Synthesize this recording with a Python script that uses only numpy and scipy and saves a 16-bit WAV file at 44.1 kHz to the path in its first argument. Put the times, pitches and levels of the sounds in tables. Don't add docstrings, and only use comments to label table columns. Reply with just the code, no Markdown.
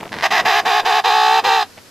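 import sys
import numpy as np
from scipy import signal
from scipy.fft import rfft, irfft
from scipy.io import wavfile
from scipy.ndimage import uniform_filter1d

SR = 44100
rng = np.random.default_rng(int(sys.argv[2]) if len(sys.argv) > 2 else 0)


def materialize(psi):
    bounded = np.clip(np.atleast_2d(psi).T, -1, 1)
    quanta = np.round(bounded * 32767).astype(np.int16)
    wavfile.write(sys.argv[1], SR, quanta)


N = 83790


def undb(db):
    return 10 ** (np.asarray(db) / 20)


def unit(x):
    return x / np.sqrt(np.mean(x ** 2) + 1e-18)


def response(points, hz):
    f, db = np.array(points, float).T
    return np.interp(np.log(hz + 1), np.log(np.sort(f)), db)


# f/Hz, level/dB
HARSH_SPECTRUM = [(300, 2.5), (450, 0), (660, 7.5), (820, -3.5), (1030, 2.5), (1250, 1), (1850, 8),
                  (2080, 15.5), (2400, 3.5), (2900, 6), (4000, -1.5), (5600, 7.5), (7500, 1.5),
                  (12000, 4.5)]


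def ring(points, tuning=1, harshness=0, size=4096):
    hz = np.arange(size // 2 + 1) * SR / size
    db = response(points, hz / tuning) + harshness * response(HARSH_SPECTRUM, hz)
    cepstrum = irfft(np.log(undb(db)))
    cepstrum[1:size // 2] *= 2
    cepstrum[size // 2 + 1:] = 0
    return irfft(np.exp(rfft(cepstrum)))[:size // 2]


def through(x, impulse):
    return signal.fftconvolve(x, impulse)[:N]


def clicks(times_s, sizes, order=8):
    out = np.zeros(N)
    at = np.asarray(times_s)[:, None] * SR
    taps = np.floor(at).astype(int) + np.arange(1 - order, order + 1)
    kernel = np.sinc(taps - at) * np.sinc((taps - at) / order)
    np.add.at(out, np.clip(taps, 0, N - 1), np.asarray(sizes)[:, None] * kernel)
    return out


def noise(points):
    return unit(through(rng.standard_normal(N), ring(points)))


GRAINS_PER_S, GRAIN_SPREAD_DB = 2200, 1


def grains(points):
    size_db = GRAIN_SPREAD_DB * np.minimum(rng.exponential(size=N), np.pi)
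    size = undb(size_db) * rng.choice([-1, 1], N)
    present = rng.random(N) < GRAINS_PER_S / SR
    return unit(through(size * present, ring(points)))


def knocks(table, points):
    times_s, db = np.array(table).T
    body = ring(points)
    return through(clicks(times_s, undb(db)), body / abs(body).max())


# f/Hz, level/dB
AIR_SPECTRUM = [(15, -6), (25, -22), (148, -7), (204, -2.5), (340, -10), (495, -6.5), (684, -14),
                (1200, -11), (3630, -16.5), (4870, -13.5), (9300, -23.5), (12200, -21.5), (15500, -43)]
AIR_DB, AIR_SIDE_DB = -45.5, -5
HUM_HZ, HUM_WIDTH_HZ, HUM_DB = 99.7, 29, -57


def air(t):
    hz = np.arange(N // 2 + 1) * SR / N
    resonance = 1 / (1 + ((hz - HUM_HZ) / HUM_WIDTH_HZ * 2) ** 2)
    hum = unit(irfft(rfft(rng.standard_normal(N)) * resonance, N))
    mid = noise(AIR_SPECTRUM)
    side = undb(AIR_SIDE_DB) * noise(AIR_SPECTRUM) * np.array([[1], [-1]])
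    return undb(AIR_DB) * (mid + side) + undb(HUM_DB) * hum


# t/s, Gaussian half-width/s, crunch level/dB, thud level/dB
FOOT_STEPS = [(.005, 0.024, -33, -40), (0.032, 0.0042, -29, -31), (0.059, 0.021, -33.5, -45),
              (0.161, 0.051, -46.5, -31), (0.321, 0.037, -38.5, -38.5), (0.435, 0.055, -30, -36),
              (0.661, 0.037, -32, -42.5), (0.843, 0.024, -30, -43.5), (1.456, 0.038, -29.5, -45),
              (1.678, .025, -51, -53), (1.782, .011, -41.5, -46)]
# f/Hz, level/dB
CRUNCH_SPECTRUM = [(100, -5), (400, 9.5), (750, 10.5), (1500, 1), (3300, -10), (5000, -21.5), (9000, -26.5),
                   (12000, -29.5), (15000, -22)]
# f/Hz, level/dB
THUD_SPECTRUM = [(45, -23), (110, 4), (200, 9), (330, 4), (600, 0), (1200, -6), (4000, -50)]
# t/s, peak level/dB
CRUST_SNAPS = [(.005, -24), (.0097, -21.5), (.030, -34), (.0386, -23.5), (.0555, -24), (.0786, -26),
               (.0924, -25.5), (1.775, -32), (1.779, -28), (1.784, -33), (1.788, -31), (1.864, -36)]
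# f/Hz, level/dB
SNAP_SPECTRUM = [(200, -10), (800, -30), (2000, 12), (3600, 4), (5000, -16), (9000, -12), (15000, -36)]


def snow(t):
    crunch, thud = grains(CRUNCH_SPECTRUM), noise(THUD_SPECTRUM)
    steps = np.zeros(N)
    for at_s, length_s, crunch_db, thud_db in FOOT_STEPS:
        press = np.exp(-((t - at_s) / length_s) ** 2)
        steps += press * (undb(crunch_db) * crunch + undb(thud_db) * thud)
    return steps + knocks(CRUST_SNAPS, SNAP_SPECTRUM)


# t/s, relative level/dB
CREAK_PULSES = [(.120, -9), (.123, -8), (.1295, -0.5), (.1365, -20), (.141, -1.5), (.1477, -7),
                (.1587, -14), (.167, -7), (.174, -14), (.186, -23), (.1873, -0.5), (.1915, -21),
                (.198, -10), (.2008, -6), (.210, -2), (.2245, 2.5), (.229, 1)]
# f/Hz, level/dB
CREAK_SPECTRUM = [(100, -14), (550, -7), (750, -1), (1080, -1), (1300, -9), (1550, -2), (1950, 0),
                  (2450, -8), (5000, -15), (7000, -28), (15000, -40)]
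CREAK_DB, CREAK_GRIT_DB = -8.5, -34.5


def creak(t):
    first_s, last_s = CREAK_PULSES[0][0], CREAK_PULSES[-1][0]
    span = uniform_filter1d(1. * ((t > first_s) & (t < last_s)), size=200)
    grit = undb(CREAK_GRIT_DB) * span * grains(CREAK_SPECTRUM)
    return grit - undb(CREAK_DB) * knocks(CREAK_PULSES, CREAK_SPECTRUM)


SQUEEZE, BEAT_LAG_CYCLES = .15, .02
JITTER_S, SHIMMER_DB = .00006, 2
RASP_DB, RASP_CYCLES = -13, .3


def membrane(t, phase, beat, rough):
    times_s = np.interp(np.arange(1, phase[-1]), phase, t)
    late, size = rng.standard_normal((N // 20, 2))[:len(times_s)].T
    strength = 1 + SQUEEZE * np.cos(2 * np.pi * (beat + BEAT_LAG_CYCLES))
    pulse_rough = np.interp(times_s, t, rough)
    pulse_size = np.interp(times_s, t, strength) * undb(SHIMMER_DB * pulse_rough * size)
    pulses = clicks(times_s + JITTER_S * pulse_rough * late, pulse_size)
    puffs = unit(np.exp(-(phase % 1) / RASP_CYCLES) * rng.standard_normal(N))
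    return unit(pulses) + undb(RASP_DB) * np.sqrt(rough) * puffs


TREBLE_HZ, TREBLE_DIP, DIP_LAG_CYCLES = 1315, 0.12, 0.019
WINDPIPE_S, WINDPIPE_ECHO = (.0009, .00155), 0.5


def windpipe(x, beat):
    hz = np.arange(N // 2 + 1) * SR / N
    treble = rfft(x) / (1 + (TREBLE_HZ / (hz + 1)) ** 20)
    bass = x - irfft(treble, N)
    for trip_s in WINDPIPE_S:
        delay = np.exp(-2j * np.pi * hz * trip_s)
        treble = treble * (WINDPIPE_ECHO + delay) / (1 + WINDPIPE_ECHO * delay)
    dip = 1 - TREBLE_DIP * np.cos(2 * np.pi * (beat + DIP_LAG_CYCLES))
    return bass + irfft(treble, N) * dip


# t/s, low side f/Hz, high side f/Hz
SYRINX_PITCH = [(.22, 250, 300), (.255, 335.9, 405.8), (0.284, 290.2, 337.4), (.307, 314.3, 374.4),
                (0.342, 375, 457), (.375, 324.6, 383.7), (0.403, 320.1, 366.7), (.43, 282.3, 331.6),
                (.455, 338.7, 404.3), (0.484, 385, 472.1), (.523, 336.2, 385.4), (0.567, 358.1, 429.6),
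                (0.601, 344.5, 414), (.63, 287.3, 339.4), (.655, 348.2, 414.1), (.683, 389.2, 484.2),
                (.72, 344.2, 400.9), (0.767, 368, 435.1), (0.796, 359.5, 416.3), (.828, 279.4, 330.1),
                (.853, 345.4, 421.8), (.882, 395.2, 492.8), (.918, 346.4, 407.1), (0.965, 372.4, 444.3),
                (.99, 356.8, 420.8), (1.025, 282.6, 336.1), (1.046, 358.2, 444.8), (1.07, 402.1, 503),
                (1.107, 353.6, 411.7), (1.148, 374.6, 441), (1.182, 369.4, 431), (1.291, 373.7, 437.1),
                (1.384, 385.2, 453), (1.426, 305, 350), (1.446, 383.3, 483.6), (1.469, 411.9, 524.8),
                (1.498, 384.3, 448.1), (1.546, 390.4, 464.1), (1.579, 379, 438.4), (1.62, 361.2, 422.5),
                (1.659, 320.5, 371.6)]
# start t/s, end t/s, level/dB, roughness/0-1, harshness/0-1, throat tuning/ratio
CALL_SYLLABLES = [(0.229, 0.266, -14, 0.77, 0.97, 1.026), (0.308, 0.408, -16, 0.71, 0.98, 1.022),
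                  (0.453, 0.601, -15, 0.48, 0.78, 1.006), (.654, 0.805, -16.5, 0.31, 0.5, 0.99),
                  (0.852, 0.999, -16, 0.37, 0.3, 0.997), (1.042, 1.398, -15.5, 0.2, 0.03, 1.012),
                  (1.442, 1.632, -15.5, 0.22, 0.07, 1.023)]
# f/Hz, level/dB
THROAT_SPECTRUM = [(60, -48), (250, -33), (365, -23), (440, -12.5), (510, -13.5), (580, -21), (670, -8),
                   (745, 1), (880, 1.5), (985, -11), (1110, -5), (1280, -10), (1410, -16), (1540, -11),
                   (1880, -11), (2100, -24), (2330, -14), (2560, -11), (2800, -18), (3050, -15),
                   (3350, -19), (3620, -14), (4060, -16), (4400, -28), (4820, -18), (5150, -27),
                   (6200, -29), (7000, -35), (7550, -32), (8100, -40), (9600, -45), (12000, -38),
                   (15000, -48)]
PULL_LOW_CYCLES, PULL_HIGH_CYCLES, HIGH_SIDE_DB = .04, .045, .3
ATTACK_S, RELEASE_S, ONSET_ROUGH, ONSET_S = .011, .005, .22, .045
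LINGER_DB, LINGER_S = -10, 0.017
FADE_FROM_S, FADE_DB_PER_S = 1.5364, -42


def penguin(t):
    at_s, *sides_hz = np.array(SYRINX_PITCH).T
    low, high = (np.cumsum(uniform_filter1d(np.interp(t, at_s, hz), size=600)) / SR for hz in sides_hz)
    beat = high - low
    pull = np.sin(2 * np.pi * beat)

    rough = np.ones(N)
    for start_s, _, _, roughness, _, _ in CALL_SYLLABLES:
        onset = ONSET_ROUGH * np.exp(-((t - start_s) / ONSET_S) ** 2)
        rough = np.where(t > start_s - ATTACK_S, roughness + onset, rough)

    low_side = membrane(t, low + PULL_LOW_CYCLES * pull, beat, rough)
    high_side = membrane(t, high - PULL_HIGH_CYCLES * pull, beat, rough)
    source = low_side + undb(HIGH_SIDE_DB) * high_side
    fade = undb(FADE_DB_PER_S * np.maximum(t - FADE_FROM_S, 0))
    voice = unit(windpipe(source.mean() - source, beat) * fade)

    out = np.zeros(N)
    for start_s, end_s, db, _, harshness, tuning in CALL_SYLLABLES:
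        after_s = np.maximum(t - end_s, 0)
        attack = np.clip((t - start_s) / ATTACK_S + .5, 0, 1)
        linger = undb(LINGER_DB) * np.exp(-after_s / LINGER_S)
        effort = attack * np.maximum(np.exp(-after_s / RELEASE_S), linger)
        throat = ring(THROAT_SPECTRUM, tuning, harshness)
        out += undb(db) * through(voice * effort, throat / np.linalg.norm(throat))
    return out


ICE_DB, ICE_S, ICE_SIDE_DB = -8.5, 0.011, -16.5


def scatter(t):
    return unit(rng.standard_normal(N) * np.exp(-t / ICE_S)) / np.sqrt(N)


def ice(x, t):
    mid, side = through(x, scatter(t)), through(x, scatter(t))
    return undb(ICE_DB) * (mid + undb(ICE_SIDE_DB) * side * np.array([[1], [-1]]))


# f/Hz, level/dB
LEFT_MINUS_RIGHT = [(60, 0.0), (110, -0.5), (200, 4), (380, -0.5), (700, 0), (1290, -2), (2380, 0),
                    (4400, -3.5), (8120, -2), (15000, 1.5)]


def scene():
    t = np.arange(N) / SR
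    bird = penguin(t) + creak(t)
    channels = []
    for side in (1, -1):
        balance = [(hz, side * db / 2) for hz, db in LEFT_MINUS_RIGHT]
        channels.append(through(bird, ring(balance)))
    return np.array(channels) + ice(bird, t) + snow(t) + air(t)


TOP_HZ = 15200


def record(dry):
    rounded = dry / (1 + (dry / .95) ** 4) ** .25
    low_pass = signal.ellip(8, .2, 80, TOP_HZ, fs=SR, output="sos")
    return signal.sosfilt(low_pass, rounded)


dry = scene()
out = record(dry)
materialize(out)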